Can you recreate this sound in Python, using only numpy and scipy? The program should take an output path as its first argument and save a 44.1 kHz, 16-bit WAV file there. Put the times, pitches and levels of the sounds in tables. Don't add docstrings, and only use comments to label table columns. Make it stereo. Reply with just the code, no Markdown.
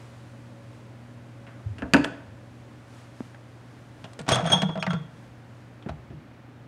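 import sys
import numpy as np
from scipy import signal
from scipy.fft import rfft, irfft
from scipy.io import wavfile

SR = 44100
rng = np.random.default_rng(int(sys.argv[2]) if len(sys.argv) > 2 else 0)


def to_wav(sig):
    pcm = np.clip(np.atleast_2d(sig), -1, 1) * 32767
    pcm = np.round(pcm).astype(np.int16)
    wavfile.write(sys.argv[1], SR, pcm.T)


N = 294489
TIME = np.arange(N) / SR
AGE = np.arange(SR * 3 // 4) / SR

# frequency in Hz, t60 in seconds.
ROOM_RING = [(100, 0.28), (400, 0.74), (1500, 0.68), (4000, 0.48), (8000, 0.53), (14000, 0.25)]
# frequency in Hz, side against mid in dB.
PORT_SIDE = [(300, -32), (2000, -19.5), (5000, -16), (9000, -11), (13000, 3)]
# frequency in Hz, left-right likeness from 0 to 1.
PORT_LIKENESS = [(60, 0.93), (150, 1), (380, 0.58), (950, 0.6), (2380, 0.67), (5980, 0.6), (15000, 0.36)]
# frequency in Hz, relative density in dB.
ROOM_TONE_COLOUR = [(25, -6), (50, -5), (90, 4.5), (160, 2.5), (290, 2.5), (400, -4.5), (600, -4.5),
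                    (1000, -9.5), (1700, -12), (3000, -20.5), (5000, -29), (9000, -36.5), (12500, -41),
                    (16000, -44.5)]
HISS_COLOUR = [(200, -18.5), (600, 12), (1800, 6), (4000, 0.5), (7000, -3), (9500, -6), (12000, -14.5),
               (16000, -30)]
# time in seconds, level in dB.
HISS_LEVEL = [(0, -56), (.52, -61.5), (1.3, -62.5), (4.2, -63.5), (5.6, -67), (6.68, -80)]
# peak time in seconds, level in dB.
HISS_SWELLS = [(.76, -62.5), (2.98, -56), (3.23, -57.5), (3.76, -67), (4.06, -61), (5.21, -62), (5.58, -65)]
# multiple of the mains frequency, opening level in dB.
MAINS_HARMONICS = [(1, -48), (2, -57.5)]
# pitch in Hz, opening level in dB, waver from 0 to 1.
FAN_TONES = [(558, -62, .55), (517, -71, .8), (101, -62, 0.9), (241.3, -71, 0.1), (303, -62.5, 0.93)]
# time in seconds, gain in dB.
HUM_GAIN = [(0, 0), (1.5, 1.5), (2.7, -2.5), (3.6, -5), (5.3, -3.5), (6.68, -7)]
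# start in seconds, level in dB, pitch in Hz, t60 in seconds.
CAMERA_BUMPS = [(3.2058, -20.5, 239, 0.041)]

# frequency in Hz, relative density in dB.
WOOD_COLOUR = [(25, -13), (70, -4), (180, 17), (620, 3), (850, -2.5), (1650, 5.5), (2100, -2.5), (2700, 3),
               (3900, -8.5), (4700, -8), (5600, -15.5), (9500, -23.5), (12000, -38), (16000, -65)]
PLASTIC_COLOUR = [(30, 4), (90, 3.5), (200, 6), (370, -4.5), (680, -1), (1100, -8), (1600, -3), (2100, -8),
                  (2800, -8.5), (4000, -13.5), (7500, -23), (10000, -31.5), (12500, -45), (14500, -62.5),
                  (16000, -65)]
# frequency in Hz, base t60 in seconds.
WOOD_RING = [(100, 0.2), (600, 0.36), (2000, 0.074), (5000, 0.02), (12000, 0.14)]
PLASTIC_RING = [(100, 0.067), (700, 0.16), (2000, 0.1), (5000, 0.086), (12000, 0.078)]
# pitch in Hz, relative level in dB, base t60 in seconds.
CABINET_MODES = [(205, -6, 0.13), (257.7, 7, 0.25), (292.4, 5, 0.21), (535, -15, 0.091), (612, -15.5, 0.41),
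                 (671, -7.5, 0.38), (925, -16, 0.26), (1479, -11, 0.16), (1775, -12, 0.09)]
RACK_MODES = [(482.5, -16, 0.49), (654.3, -3.5, 0.14), (782, -2, 0.038), (951, -7.5, 0.15),
              (1140, -9.5, 0.18), (1375, -10.5, 0.26), (2730, -24, 0.049)]
GLASS_MODES = [(3284, 1.5, 0.22), (3380, -13, 0.724), (3420, -8.5, .24), (3490, -11.5, 0.24),
               (3555, -9, 0.22), (4070, -29.5, .3), (5470, -22.5, 0.36), (5685, -38, 0.27),
               (6100, -19.5, 0.042), (6290, -16.5, 0.083), (6363, -16, 0.27), (6580, -16, 0.17),
               (6520, -18, 0.094), (8150, -19.5, 0.1), (8830, -24, 0.17), (8850, -34, 0.091),
               (9570, -27.5, 0.089), (9570, -25, 0.17), (10070, -33, 0.084), (10900, -36.5, 0.0893)]
# start in seconds, level in dB,
# treble and bass against that level in dB, ring time factor, pitch of the struck spot in Hz.
CABINET_BLOWS = [(1.468, -43.5, -10.5, -15, 4.3, 2140), (1.783, -43, 6.5, -11, 1.7, 2920),
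                 (1.821, -27, -16.5, -6, 0.91, 1700), (1.936, -16.5, 14.5, 3, 0.35, 4870),
                 (1.938, -20, 4.5, -8.5, .7, 4700), (1.9435, -9.5, -10, -8, 0.48, 560),
                 (1.950, -17.5, -7.5, -18, 0.65, 2540), (1.965, -22, -2, -4.5, 1.06, 2440),
                 (1.986, -35.5, -9, 8, 1.43, 299), (2.0425, -26.5, 5.5, -17, 0.91, 6900),
                 (2.046, -24.5, 6, -10, 0.45, 3600)]
DOOR_BUMPS = [(5.825, -49, -2, -16, 0.54, 3320), (5.861, -34, -35, 7.5, 0.97, 368),
              (5.8885, -36.5, -1.5, 0, 0.31, 1320), (5.893, -31.5, -8, 5, 0.58, 805),
              (6.103, -46, -23, 9.5, 1.8, 350)]
# start in seconds, level in dB.
SEAL_TICKS = [(4.133, -50), (4.214, -48.5), (4.283, -40.5), (4.346, -29), (4.353, -38), (4.357, -30.5)]
# start in seconds, level in dB, base pitch in Hz.
PANEL_BOOMS = [(1.654, -20, 107), (1.822, -29, 73), (1.936, -26, 77), (1.948, -29, 154), (2.271, -35, 105),
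               (4.193, -30.5, 143), (4.314, -18, 126.4), (4.34, -26.5, 130), (4.426, -18, 169.6),
               (4.528, -16, 186), (4.625, -14, 191.5), (4.755, -23, 193.7), (4.87, -16, 182),
               (4.932, -20, 174.5), (5.895, -29.5, 77), (5.907, -31.5, 154.3), (6.112, -36.5, 80),
               (6.139, -31.5, 151)]
# ratio to the base pitch, relative level in dB, t60 in seconds.
PANEL_MODES = [(0.98, 1.5, 0.23), (.84, -8.5, 0.49)]
# start in seconds, level in dB,
# treble and bass against that level in dB, pitch of the struck spot in Hz.
RACK_KNOCKS = [(3.346, -41.5, -10, -25, 2040), (4.042, -40.5, 6.5, 6.5, 3090), (4.191, -37, 9.5, 9.5, 8200),
               (4.289, -23, 16.5, 6, 1110), (4.317, -26, 17.5, 8.5, 590), (4.394, -22.5, -28, -8, 670),
               (4.516, -23, -12, -3, 626), (4.533, -16.5, -23, -10, 900), (4.619, -23.5, 6, 2.5, 830),
               (4.690, -31, -14, 7, 1020), (4.755, -29.5, -14, -6, 680), (4.775, -28.5, -13, -11, 655),
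               (4.826, -22, 1.5, -19, 2770), (4.866, -19.5, -11, -17, 1800),
               (4.906, -27.5, -1.5, -18, 1320), (4.932, -30.5, -2, 8, 1260)]
# time in seconds, level in dB.
LOAD_SHAKE = [(4.255, -40.5), (4.3, -22.5), (4.37, -26.5), (4.43, -34.5), (4.49, -25.5), (4.59, -32.5)]
# start in seconds, level in dB, brightness in dB per octave,
# ring time factor, partial that the point of contact favours in Hz.
CLINKS = [(4.292, -37.5, 11, 1.3, 5500), (4.319, -14.5, 7, 0.34, 8800), (4.459, -30.5, 7.5, .75, 8800),
          (4.495, -39.5, 13.5, 0.5, 6400), (4.518, -16, 9, 0.57, 3187), (4.563, -28.5, -15, 1.2, 3114),
          (4.794, -41.5, 2, 1.4, 5550), (4.894, -41, 1, 1.2, 8870), (4.929, -51, -3, 1.1, 3510)]


def amp(db):
    return 10 ** (np.asarray(db) / 20)


def unit_rms(x):
    return x / np.sqrt(np.mean(x ** 2) + 1e-20)


def at_hz(points, hz):
    table_hz, value = np.transpose(points)
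    return np.interp(np.log(hz + 1), np.log(table_hz + 1), value)


def follow(curve):
    return np.interp(TIME, *np.transpose(curve))


def add(mix, start_s, sound):
    part = mix[round(start_s * SR):][:len(sound)]
    part += sound[:len(part)]


def drift(rate_hz):
    hz = np.fft.rfftfreq(N, 1 / SR)
    return unit_rms(irfft(rfft(rng.standard_normal(N)) * np.exp(-(hz / rate_hz) ** 2), N))


def coloured(x, db_at, size=2048):
    hz = abs(np.fft.fftfreq(size, 1 / SR))
    log_gain = np.log(amp(np.maximum(db_at(hz), -100)))
    impulse = np.fft.ifft(np.exp(np.conj(signal.hilbert(log_gain)))).real
    return signal.fftconvolve(x, impulse)[:len(x)]


def decay(t60):
    return np.exp(-np.log(1000) * AGE / t60)


def dying_noise(ring, stretch=1, count=14):
    hz = np.fft.rfftfreq(len(AGE), 1 / SR)
    white = rfft(rng.choice([-1, 1], len(AGE)))
    centres = np.geomspace(60, 15000, count)
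    bands = np.array([irfft(white * at_hz(np.c_[centres, row], hz), len(AGE)) for row in np.eye(count)])
    return (bands * decay(stretch * at_hz(ring, centres)[:, None])).sum(0)


def ring_modes(hz, db, t60, phase):
    return amp(db) @ (decay(t60[:, None]) * np.sin(2 * np.pi * (hz[:, None] * AGE + phase[:, None])))


def room(x, wet_db, side_db=-12, build_s=0.0057, dull_hz=11000):
    build = 1 - np.exp(-(AGE / build_s) ** 2)
    dull = signal.butter(1, dull_hz, fs=SR)
    tails = [signal.lfilter(*dull, dying_noise(ROOM_RING)) * build for _ in range(2)]
    mid, side = (amp(wet_db) * signal.fftconvolve(x, tail / np.linalg.norm(tail))[:N] for tail in tails)
    out_of_step = irfft(1j * rfft(x) * amp(at_hz(PORT_SIDE, np.fft.rfftfreq(N, 1 / SR))), N)
    side = amp(side_db) * side + out_of_step
    return x + mid + np.array([side, -side])


def air(colour, swell_db):
    hz = np.fft.rfftfreq(N, 1 / SR)
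    likeness = at_hz(PORT_LIKENESS, hz)
    spectra = rfft(rng.standard_normal((2, N))) * amp(at_hz(colour, hz))
    mid, side = spectra * np.sqrt([1 + likeness, 1 - likeness])
    return unit_rms(irfft(np.array([mid + side, mid - side]), N)) * amp(swell_db * drift(rate_hz=1.5))


def hiss(swell_s=0.077):
    swells = sum(amp(db) ** 2 * np.exp(-((TIME - s) / swell_s) ** 2) for s, db in HISS_SWELLS)
    return np.sqrt(amp(follow(HISS_LEVEL)) ** 2 + swells) * air(HISS_COLOUR, swell_db=0.5)


def hum(mains_hum_hz=119.9, waver_hz=7):
    out = np.zeros(N)
    gain = amp(follow(HUM_GAIN))
    for multiple, db in MAINS_HARMONICS:
        level = amp(db) * gain ** (0.49 if multiple == 1 else 1)
        out += level * np.sqrt(2) * np.sin(2 * np.pi * multiple * mains_hum_hz * TIME)
    for hz, db, waver in FAN_TONES:
        phasor = np.sqrt(2 * (1 - waver ** 2)) + waver * (drift(waver_hz) + 1j * drift(waver_hz))
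        out += amp(db) * gain * (phasor * np.exp(2j * np.pi * hz * TIME)).real
    return out


def camera_bump(dull_hz=1500):
    out = np.zeros(N)
    for s, db, hz, t60 in CAMERA_BUMPS:
        add(out, s, amp(db) * decay(t60) * np.cos(2 * np.pi * hz * AGE))
    return signal.lfilter(*signal.butter(2, dull_hz, fs=SR), out)


def struck_panel(blows, colour, ring, modes, modes_db, bass_hz, treble_hz, detune,
                 spot_db, spot_octaves, snap, snap_s):
    out = np.zeros(N)
    mode_hz, mode_db, mode_t60 = np.transpose(modes)
    phase = np.arange(len(modes)) / 2
    colour_rms = np.sqrt(np.mean(amp(at_hz(colour, np.linspace(0, SR / 2, len(AGE)))) ** 2))
    for s, db, treble_db, bass_db, stretch, spot_hz in blows:
        def tilt(hz):
            spot = spot_db * np.exp(-(np.log2((hz + 1) / spot_hz) / spot_octaves) ** 2)
            treble = treble_db * hz ** 2 / (hz ** 2 + treble_hz ** 2)
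            bass = bass_db / (1 + (hz / bass_hz) ** 4)
            return spot + treble + bass
        contact = 1 + snap / stretch * np.exp(-AGE / snap_s)
        crack = coloured(contact * dying_noise(ring, stretch), lambda hz: at_hz(colour, hz) + tilt(hz))
        pitch = mode_hz * (1 + detune * rng.standard_normal(len(modes)))
        tone = ring_modes(pitch, mode_db + modes_db + tilt(mode_hz), mode_t60 * np.sqrt(stretch), phase)
        add(out, s, amp(db) * (crack / colour_rms + tone))
    return out


def cabinet_door():
    return struck_panel(CABINET_BLOWS, WOOD_COLOUR, WOOD_RING, CABINET_MODES, modes_db=-4,
                        bass_hz=434, treble_hz=3060, detune=0.0033,
                        spot_db=7, spot_octaves=0.17, snap=0.52, snap_s=0.00087)


def plastic(blows, modes_db=-4, spot_db=8, lowest_hz=85):
    knocks = struck_panel(blows, PLASTIC_COLOUR, PLASTIC_RING, RACK_MODES, modes_db=modes_db,
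                          bass_hz=425, treble_hz=3000, detune=0.0295,
                          spot_db=spot_db, spot_octaves=0.28, snap=0.094, snap_s=0.0013)
    return signal.lfilter(*signal.butter(2, lowest_hz, "highpass", fs=SR), knocks)


def door_seal(treble_db=17, bass_db=-6, stretch=0.3, spot_hz=8800):
    return plastic([(s, db, treble_db, bass_db, stretch, spot_hz) for s, db in SEAL_TICKS])


def door_booms(rise_s=0.016, lowest_hz=55):
    out = np.zeros(N)
    ratio, mode_db, t60 = np.transpose(PANEL_MODES)
    swell = np.sin(np.pi / 2 * np.minimum(AGE / rise_s, 1)) ** 2
    for s, db, hz in PANEL_BOOMS:
        add(out, s, amp(db) * swell * ring_modes(hz * ratio, mode_db, t60, np.zeros(len(ratio))))
    return signal.lfilter(*signal.butter(2, lowest_hz, "highpass", fs=SR), out)


def rack_knocks(rebound_s=0.011, rebound_db=-4.5, rebound_treble_db=-18, doubling_db=30.5):
    blows = []
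    for s, db, treble_db, bass_db, spot_hz in RACK_KNOCKS:
        stretch = 0.56 * 2 ** (bass_db / doubling_db)
        blows += [(s, db, treble_db, bass_db, stretch, spot_hz),
                  (s + rebound_s, db + rebound_db, treble_db + rebound_treble_db, bass_db, stretch, spot_hz)]
    return plastic(blows)


def rack_rattle(treble_db=-5, bass_db=-2, stretch=1.45, scatter_db=2, count=16):
    jitter, spot = rng.random((2, count))
    start_s, end_s = LOAD_SHAKE[0][0], LOAD_SHAKE[-1][0]
    times = start_s + (np.arange(count) + jitter) / count * (end_s - start_s)
    levels = np.interp(times, *np.transpose(LOAD_SHAKE)) + scatter_db * rng.standard_normal(count)
    spots_hz = np.geomspace(560, 1450, 5)
    taps = [plastic([(0.00018, 0.004, treble_db, bass_db, stretch, hz)])[:len(AGE)] for hz in spots_hz]
    out = np.zeros(N)
    for s, db, k in zip(times, levels, (spot * len(taps)).astype(int)):
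        add(out, s, amp(db) * taps[k])
    return out


def bottle_touches(choke=0.63, first_rise_s=0.0085, second_rise_s=0.00502, gap_s=0.009):
    for s, db, db_per_octave, stretch, favoured_hz in CLINKS:
        yield s, db, db_per_octave, first_rise_s, stretch * choke, favoured_hz
        yield s + gap_s, db - 1, db_per_octave - 5, second_rise_s, stretch, favoured_hz


def bottles(favour_db=8.5, favour_octaves=0.061, scatter_db=-1.5, detune=0.0025,
            grind=0.27, grind_hz=110, grind_s=0.018):
    out = np.zeros(N)
    hz, mode_db, t60 = np.transpose(GLASS_MODES)
    for s, db, db_per_octave, rise_s, stretch, favoured_hz in bottle_touches():
        scatter, shift, phase = rng.standard_normal((3, len(hz)))
        favour = favour_db * np.exp(-(np.log2(hz / favoured_hz) / favour_octaves) ** 2)
        partial_db = mode_db + favour + db_per_octave * np.log2(hz / hz[0]) + scatter_db * scatter
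        ring = ring_modes(hz * (1 + detune * shift), partial_db, t60 * stretch, phase)
        rubbing = signal.lfilter(*signal.butter(1, grind_hz, fs=SR), rng.standard_normal(len(AGE)))
        roughness = 1 + grind * unit_rms(rubbing) * np.exp(-AGE / grind_s)
        add(out, s, amp(db) * ring * np.minimum(AGE / rise_s, 1) * roughness)
    return out


def scene():
    cabinet = cabinet_door()
    fridge = rack_knocks() + door_seal() + rack_rattle() + plastic(DOOR_BUMPS, modes_db=-17, spot_db=14)
    doors = room(cabinet, wet_db=-17.5) + room(fridge, wet_db=-19.5) + room(door_booms(), wet_db=-24)
    background = hum() + amp(-50) * air(ROOM_TONE_COLOUR, swell_db=0.35) + hiss()
    return background + camera_bump() + doors + room(bottles(), wet_db=-17)


def record(dry, low_cut_hz=42, ceiling=0.85, high_cut_hz=15800):
    x = signal.sosfilt(signal.butter(2, low_cut_hz, "highpass", fs=SR, output="sos"), dry)
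    x = x / (1 + (x / ceiling) ** 4) ** 0.25
    lowpass = signal.firwin(511, high_cut_hz, window=("kaiser", 9), fs=SR)
    return signal.oaconvolve(x, lowpass[None], "same", axes=1)


dry = scene()
out = record(dry)
to_wav(out)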